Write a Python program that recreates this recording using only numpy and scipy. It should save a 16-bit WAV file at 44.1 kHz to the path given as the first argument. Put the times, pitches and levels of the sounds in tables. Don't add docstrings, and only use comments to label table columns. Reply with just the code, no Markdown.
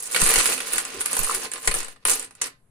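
import sys
import numpy as np
from scipy import signal
from scipy.fft import rfft, irfft
from scipy.io import wavfile

SR = 44100
rng = np.random.default_rng(int(sys.argv[2]) if len(sys.argv) > 2 else 0)


def master(y):
    cut = np.clip(np.atleast_2d(y).T, -1, 1)
    pcm = np.round(cut * 32767)
    wavfile.write(sys.argv[1], SR, pcm.astype(np.int16))


N = 119070

# start in seconds, clink level in dB before its trim, centre of the clink in Hz,
# level of the knock on the wood in dB before its trim, centre of the knock in Hz, left minus right in dB.
HITS = [(0.03, -41, 9800, -49, 1290, -17), (0.146, -13.5, 9970, -17.5, 2460, -6),
        (0.1611, -13.5, 9700, -14, 2376, 2), (0.2084, -14.5, 9800, -25, 2570, -3),
        (0.2164, -6, 8900, -19.5, 1300, 5), (0.2364, -9.5, 8980, -48, 1540, -13),
        (0.24, -14, 9400, -38, 1590, -5), (0.2564, -15, 8900, -38, 2000, -2),
        (0.2627, -10, 8860, -20.5, 2630, 8), (0.2756, -19, 9200, -41, 2500, -4),
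        (0.2878, -14, 8660, -27, 1820, 7), (0.2984, -22, 9000, -19, 1640, -8),
        (0.3379, -8.5, 9270, -19, 2500, 3), (0.3579, -5.5, 7700, -17, 2790, -2),
        (0.379, -13, 8830, -23, 2120, -2), (0.3855, -7.5, 8630, -19, 2860, -7),
        (0.3906, -11, 9480, -28, 2300, 7), (0.3975, -19, 9050, -18.5, 2390, 8),
        (0.4024, -10.5, 8850, -21, 1945, 6), (0.408, -21, 9600, -23, 1894, -3),
        (0.4566, -8, 8950, -17.5, 2475, -6), (0.4757, -21, 8450, -40, 1630, -1),
        (0.529, -21, 9700, -37.5, 1090, -13), (0.5777, -19.5, 9800, -27.5, 2470, -12),
        (0.6025, -20, 9500, -23.5, 3240, -3), (0.6697, -21, 9650, -33, 2200, -3),
        (0.7217, -20.5, 9200, -35, 2360, -9), (0.7333, -10, 9940, -24.5, 2553, -4),
        (0.7586, -20, 8800, -31, 2200, -10), (0.7806, -9, 9410, -20, 2590, -2),
        (0.8014, -22, 8560, -29.5, 1940, -5), (0.8506, -18.5, 7260, -30.5, 1735, -2),
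        (1.003, -24, 9800, -44.5, 2400, -4), (1.0074, -14, 10000, -29, 2390, -9),
        (1.0127, -13, 10000, -27.5, 2430, 1), (1.0559, -21, 9880, -25, 2190, -12),
        (1.059, -9, 9750, -28, 2160, -1), (1.0808, -25, 9400, -36.5, 2000, -10),
        (1.1121, -19, 9400, -31.5, 1070, -12), (1.1302, -11.5, 10100, -29.5, 1140, -2),
        (1.1667, -12, 9640, -23.5, 1075, -3), (1.1901, -10.5, 10200, -26, 1340, -6),
        (1.2323, -13.5, 9800, -28, 1610, -1), (1.2446, -13, 10170, -29.5, 2060, 1.5),
        (1.343, -20, 9200, -34.5, 2420, 5), (1.3467, -12, 9300, -28.5, 1540, -2),
        (1.357, -18, 9000, -34, 1970, -2), (1.5159, -18, 8630, -32, 2290, -8),
        (1.535, -17, 8980, -31, 2190, -6), (1.5571, -29, 8500, -27.5, 1640, 2),
        (1.5779, -29, 8970, -36, 1210, -1), (1.6457, -25, 9000, -35.5, 1160, 0.5),
        (1.674, -5.5, 7600, -16, 1890, 0.5), (1.6763, -12.5, 9000, -20.5, 1044, 14.5),
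        (1.7124, -16, 9400, -21.5, 2480, -3), (1.717, -22.5, 9340, -34.5, 2450, -3),
        (1.74, -10.5, 9520, -23.5, 1045, 0), (1.7482, -13, 9840, -43.5, 1040, 0.5),
        (1.8033, -18.5, 8200, -31.5, 1530, -9.5), (1.8295, -23.5, 9200, -36, 1160, -12),
        (1.8457, -23.5, 8200, -34.5, 1455, 3), (1.882, -27.5, 8700, -36, 1132, -8),
        (1.9607, -48.5, 8700, -47, 1020, -11), (2.051, -8.5, 10250, -17, 1544, -2),
        (2.0829, -13, 9450, -22, 1400, 0), (2.096, -6.5, 8700, -26.5, 1450, -12),
        (2.1027, -12, 8700, -42, 1730, -4), (2.1143, -8.5, 8700, -28.5, 1560, 4),
        (2.1954, -16.5, 8330, -42, 1560, -7), (2.2259, -23.5, 8540, -39, 1560, -3.5),
        (2.2455, -24.5, 8400, -60, 1490, -2.5), (2.271, -44, 7800, -49, 1330, -7.5),
        (2.3082, -37, 8200, -44.5, 1340, -2), (2.3512, -36.5, 8400, -52, 1500, -5.5),
        (2.4139, -18, 8250, -28.5, 2350, -7), (2.4406, -19, 6460, -30.5, 2270, -5),
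        (2.4588, -29, 8740, -36, 1640, -15), (2.4714, -27.5, 8270, -44, 1750, 3.5)]

TOP_HZ = 16300
RISE_S = 0.001
CLINK_S, CLINK_WIDTH_OCT, CLINK_TRIM_DB = 0.0012, 0.32, -1
PING_DB, PING_T60_S, PING_SPREAD_OCT = 0, 0.042, 0.3
RING_TRIM_DB, RING_T60_S, RING_SPREAD = -15, 0.07, 0.0056
TUMBLE_PER_S, TUMBLE_SCATTER_DB, TUMBLE_S, TUMBLE_TRIM_DB = 400, 4.2, 0.0031, -5
TUMBLE_HZ, TUMBLE_SPREAD_OCT = 9720, 0.68
TUMBLE_PAN_DB, PAN_SCATTER_DB = -3.5, 5.5
KNOCK_S, KNOCK_WIDTH_OCT, KNOCK_TRIM_DB = 0.0091, 1, -5.5
KNOCK_BODY = 0.77
CLACK_DB, CLACK_T60_S, CLACK_SPREAD_OCT = -8, 0.028, 1.1
SLIDE_PER_S, SLIDE_SCATTER_DB, SLIDE_TRIM_DB = 1500, 2, -3.5
TABLE_DB, TABLE_T60_S, TABLE_DAMP_HZ = -10.5, 0.34, 1200
BASS_PAN_DB, WOOD_PAN_DB = 5.5, -3.5
WOOD_WIDE_HZ, WOOD_WIDTH = 865, 1
ROOM_T60_S, ROOM_TREBLE_T60_S, ROOM_DELAY_S = 0.22, 0.12, 0.0024
ROOM_METAL_DB, ROOM_WOOD_DB = -4.5, -7
ROOM_CUT_HZ = 13800
PUFF_CUT_HZ, PUFF_SKEW = 5, 0.59
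THUD_RISE_S, THUD_S = 0.0031, 0.0072
CREAK_HZ, CREAK_S, CREAK_SAG_HZ_PER_S = 1383, 0.005, 80000
DRAG_HZ, DRAG_T60_S = 402, 0.13


def undb(db):
    return 10 ** (np.asarray(db) / 20)


def unit(x):
    return x / np.sqrt(np.sum(x ** 2) / len(np.atleast_2d(x)))


def clock(seconds):
    return np.arange(int(seconds * SR)) / SR


def pan(db):
    g = undb(np.array([[db], [-db]]) / 2)
    return g / np.sqrt(np.mean(g ** 2))


def add(out, s, x):
    i = max(int(s * SR), 0)
    n = max(min(x.shape[-1], N - i), 0)
    out[..., i:i + n] += x[..., :n]


def through(x, response):
    return signal.fftconvolve(x, np.atleast_2d(response), axes=-1)[:, :N]


def colour(points, size=2048):
    hz, db = np.array(points).T
    f = np.fft.rfftfreq(size, 1 / SR) + 1
    cepstrum = irfft(np.log(undb(np.interp(np.log(f), np.log(hz), db))))
    cepstrum[1:size // 2] *= 2
    cepstrum[size // 2 + 1:] = 0
    return unit(irfft(np.exp(rfft(cepstrum))))


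def fade(t, t60):
    return np.exp(-np.log(1000) * t / t60)


def focus(hz, width_oct, size):
    octaves = np.log2((np.fft.rfftfreq(size, 1 / SR) + 1) / hz)
    return 1 / np.sqrt(1 + (octaves / width_oct) ** 2)


def contact(noise, spectrum, decay_s):
    t = np.arange(noise.shape[-1]) / SR
    coloured = irfft(rfft(noise) * spectrum)
    burst = coloured * (1 - np.exp(-(t / RISE_S) ** 2)) * np.exp(-t / decay_s)
    return unit(burst) * np.sqrt(decay_s * SR / 2)


def ring(hz, t60, spread_oct, spectrum, count):
    t, (f, db) = clock(t60), np.array(spectrum).T
    partials = np.minimum(hz * 2 ** (spread_oct * rng.uniform(-0.965, 1, (count, 1))), TOP_HZ)
    waves = undb(np.interp(partials, f, db)) * np.sin(2 * np.pi * partials * t)
    return unit(rng.standard_normal((2, count)) @ waves * fade(t, t60))


def flow(t, axis):
    # time in seconds, level of coin on coin in dB before its trim,
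    # level of coins sliding on wood in dB before its trim.
    pour = [(0, -28.5, -42.5), (.09, -33, -40.5), (.135, -19.5, -34.5), (.155, -22, -29), (.3, -15, -21.5),
            (.405, -19, -25.5), (.43, -18, -28.5), (.52, -18.5, -23), (.575, -30.5, -35), (.70, -30, -34),
            (.745, -22, -27), (.80, -26, -35), (.83, -38, -36.5), (.99, -34.5, -35.5), (1.07, -39, -38),
            (1.12, -25, -30.5), (1.18, -26.5, -32.5), (1.33, -22.5, -29), (1.40, -28, -36.5),
            (1.455, -30, -28), (1.49, -46.5, -51), (1.55, -46.5, -39.5), (1.60, -37, -48),
            (1.655, -27, -37), (1.72, -53, -42), (1.765, -22.5, -28.5), (1.84, -43, -39),
            (1.93, -47, -49.5), (1.955, -85, -82.5), (2.04, -64, -54.5)]
    shakes = [
        [(2.053, -32, -29), (2.068, -15.5, -29), (2.10, -17.5, -26), (2.13, -19.5, -28), (2.17, -29.5, -35),
         (2.25, -50, -41), (2.29, -81, -77), (2.41, -65, -48.5)],
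        [(2.416, -11.5, -25), (2.432, -50, -35.5), (2.465, -25.5, -34), (2.485, -55, -40.5)],
    ]
    gain = 0
    for curve in map(np.array, [pour] + shakes):
        gain = gain + undb(np.interp(t, curve[:, 0], curve[:, axis], left=-np.inf, right=-np.inf))
    return gain


def small_contacts(per_s, scatter_db, count):
    chance = rng.standard_normal((count, 2))
    times = (np.arange(count) + 2 * chance[:, 0]) / per_s
    size = undb(scatter_db * np.clip(chance[:, 1], -2, 2))
    return times, size / np.sqrt(np.mean(size ** 2))


def metal(size=512):
    # frequency in Hz, level in dB before the ring trim.
    coins = [(5615, -9), (6191, 5), (6686, 2.5), (7063, 7), (7498, -8), (8214, 13), (8816, 16), (8959, 6),
             (9142, 6.5), (9453, 6.5), (9800, 15.5), (10153, 2.5), (10690, 6), (13239, -8)]
    # frequency in Hz, relative level in dB.
    clink = [(2000, -13.5), (4000, -7.5), (6200, -4), (8700, -1.5), (10500, 2.5), (11300, -13.5),
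             (12000, -13.5), (12900, -7.5), (13700, -15.5), (14900, -10.5), (16300, -46.5)]
    shape, t = np.abs(rfft(colour(clink)[:size])), clock(.3)
    f = np.fft.rfftfreq(size, 1 / SR)

    contacts = [(s, undb(db + CLINK_TRIM_DB), hz, pan_db, CLINK_S) for s, db, hz, _, _, pan_db in HITS]
    times, sizes = small_contacts(TUMBLE_PER_S, TUMBLE_SCATTER_DB, count=2000)
    gains = sizes * flow(times, axis=1) * undb(TUMBLE_TRIM_DB)
    for s, gain, (pitch, side) in zip(times, gains, rng.standard_normal((len(times), 2))):
        hz = TUMBLE_HZ * 2 ** (TUMBLE_SPREAD_OCT * np.tanh(pitch))
        contacts.append((s, gain, hz, TUMBLE_PAN_DB + PAN_SCATTER_DB * side, TUMBLE_S))

    out, strikes = np.zeros((2, N)), np.zeros((len(coins), 2, N))
    for s, gain, hz, pan_db, decay_s in contacts:
        noise = rng.standard_normal((2, size))
        mix = rng.uniform(-1.4, 1, (len(coins), 2, 1))
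        ping = ring(hz, PING_T60_S, PING_SPREAD_OCT, clink, count=3)
        ping = ping * np.sqrt(decay_s * SR / 2) * undb(PING_DB)
        if gain > 0:
            sides = gain * pan(pan_db)
            add(out, s + RISE_S, sides * ping * np.interp(hz, f, shape / shape.max()))
            add(out, s, sides * contact(noise, focus(hz, CLINK_WIDTH_OCT, size=size) * shape, decay_s))
            add(strikes, s + RISE_S, sides * mix * np.sqrt(decay_s * SR / len(coins)))

    for struck, (hz, db) in zip(strikes, coins):
        pair = hz * np.array([[1], [1 + RING_SPREAD]])
        mode = unit(np.sin(2 * np.pi * pair * t).sum(axis=0) * fade(t, RING_T60_S))
        out = out + through(struck, mode) * undb(RING_TRIM_DB + db)
    return out


def wood(size=1024):
    # frequency in Hz, relative level in dB.
    table_modes = [(270, 3.5), (406, 5.5), (468, -5.5), (576, -6.5), (818, -5.5), (1044, 1.5), (1254, -6),
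                   (1550, -1.5), (1801, 2.5), (2017, 4), (2268, -5), (2570, -3), (2785, -6.5)]
    # frequency in Hz, relative level in dB.
    knock = [(60, -41), (170, -6.5), (270, -8), (460, 5.5), (700, -4), (1100, 1.5), (1800, 0), (2700, 1.5),
             (3400, -3), (4400, 0), (7000, -12.5), (15000, -36.5)]
    push = np.zeros((2, N))
    for s, _, _, db, hz, _ in HITS:
        spectrum = KNOCK_BODY + focus(hz, KNOCK_WIDTH_OCT, size=size) ** 2
        gain = undb(db + KNOCK_TRIM_DB)
        add(push, s, contact(rng.standard_normal((2, size)), spectrum, KNOCK_S) * gain)
        clack = ring(hz, CLACK_T60_S, CLACK_SPREAD_OCT, knock, count=9)
        add(push, s + RISE_S, clack * np.sqrt(KNOCK_S * SR / 2) * gain * undb(CLACK_DB))

    times, sizes = small_contacts(SLIDE_PER_S, SLIDE_SCATTER_DB, count=7000)
    gains = sizes * flow(times, axis=2) * undb(SLIDE_TRIM_DB)
    grains = rng.standard_normal((len(times), 2, size // 64))
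    for s, gain, grain in zip(times, gains, grains):
        if gain > 0:
            add(push, s, grain * gain * np.sqrt(SR / SLIDE_PER_S / grain.shape[-1]))

    t, modes = clock(.4), 0
    for hz, db in table_modes:
        t60 = TABLE_T60_S / np.sqrt(1 + hz / TABLE_DAMP_HZ)
        modes = modes + undb(db) * unit(np.sin(2 * np.pi * hz * t) * fade(t, t60))
    return through(push, colour(knock)) + undb(TABLE_DB) * through(push, unit(modes))


def rumble():
    # frequency in Hz, relative level in dB.
    floor_spectrum = [(20, 6), (30, -12), (69, -12.5), (120, -1.5), (190, -8), (328, -18), (1240, -23.5),
                      (5300, -41.5), (11000, -25), (15000, -64)]
    floor_db = -62.5
    return through(rng.standard_normal((2, N)), colour(floor_spectrum)) * undb(floor_db)


def spread(x):
    f = np.fft.rfftfreq(N, 1 / SR)
    high = f ** 2 / (f ** 2 + WOOD_WIDE_HZ ** 2)
    mid, side = rfft(x)
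    width = WOOD_WIDTH * np.sqrt(high)
    lean_db = BASS_PAN_DB * (1 - high) + WOOD_PAN_DB * high
    stereo = np.array([mid + width * side, mid - width * side]) / np.sqrt(1 + width ** 2)
    return irfft(stereo * undb(np.array([lean_db, -lean_db]) / 2), N)


def room(x, t60, db):
    t = clock(0.58)
    tail = unit(rng.standard_normal((2, len(t))) * fade(t, t60) * (t > ROOM_DELAY_S))
    tail = signal.sosfilt(signal.butter(4, ROOM_CUT_HZ, fs=SR, output="sos"), tail)
    return x + undb(db) * through(x, tail)


def air():
    # start in seconds, level in dB before the high-pass, length in seconds,
    # left minus right in dB.
    puffs = [(0.214, -16.5, 0.075, 6), (0.368, -25, 0.038, -8), (0.728, -38, 0.047, -5),
             (1.19, -21, 0.067, -10), (1.343, -40, 0.049, -8), (1.68, -19.5, 0.031, 6),
             (1.732, -22.5, 0.092, 8), (2.045, -32, 0.12, 3.5)]
    out = np.zeros((2, N))
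    for s, db, length, pan_db in puffs:
        dip = np.sin(np.pi * (clock(length) / length) ** PUFF_SKEW) ** 2
        add(out, s, -undb(db) * dip * pan(pan_db))
    return signal.sosfilt(signal.butter(2, PUFF_CUT_HZ, "high", fs=SR, output="sos"), out)


def thuds(size=4096):
    # start in seconds, level in dB, left minus right in dB.
    landings = [(0.223, -22.5, 11), (0.372, -28.5, 0), (0.461, -45, 0), (1.198, -30, -11),
                (1.685, -28, 16.5), (1.75, -36.5, 6), (2.061, -44, -1.5)]
    # frequency in Hz, relative level in dB.
    thud_spectrum = [(25, -4), (60, 1.5), (150, -1.5), (210, -8), (400, -27.5), (2000, -67.5)]
    out, t, dull = np.zeros((2, N)), np.arange(size) / SR, rfft(colour(thud_spectrum), size)
    envelope = (1 - np.exp(-(t / THUD_RISE_S) ** 2)) * np.exp(-t / THUD_S)
    for s, db, pan_db in landings:
        thump = irfft(rfft(rng.standard_normal(size)) * dull) * envelope
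        add(out, s, unit(thump) * np.sqrt(THUD_S * SR / 2) * undb(db) * pan(pan_db))
    return out


def leather():
    # start in seconds, level in dB.
    creaks = [(1.2715, -25), (1.2949, -15.5), (1.3101, -19)]
    # start in seconds, length in seconds, level in dB.
    drags = [(0.937, 0.085, -36), (1.32, 0.093, -39)]
    out, t = np.zeros((2, N)), clock(CREAK_S)
    tone = np.sin(2 * np.pi * (CREAK_HZ - CREAK_SAG_HZ_PER_S * t / 2) * t)
    for s, db in creaks:
        add(out, s, undb(db) * np.sin(np.pi * t / CREAK_S) * tone)

    t = clock(DRAG_T60_S)
    resonance = unit(np.sin(2 * np.pi * DRAG_HZ * t) * fade(t, DRAG_T60_S))
    scrape = through(rng.standard_normal((2, N)), resonance)[0]
    for s, length, db in drags:
        t = clock(length)
        piece = unit(scrape[int(s * SR):][:len(t)]) * np.sqrt(len(t) / 2)
        add(out, s, undb(db) * np.sin(np.pi * t / length) * piece)
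    return out


def scene():
    background = rumble()
    table = spread(room(wood(), ROOM_T60_S, ROOM_WOOD_DB) + background)
    coins = room(metal(), ROOM_TREBLE_T60_S, ROOM_METAL_DB)
    purse = room(leather() + thuds(), ROOM_T60_S, ROOM_WOOD_DB)
    return coins + table + purse + air()


def record(dry):
    return signal.sosfilt(signal.ellip(8, .2, 80, TOP_HZ, fs=SR, output="sos"), np.clip(dry, -1, 1))


dry = scene()
out = record(dry)
master(out)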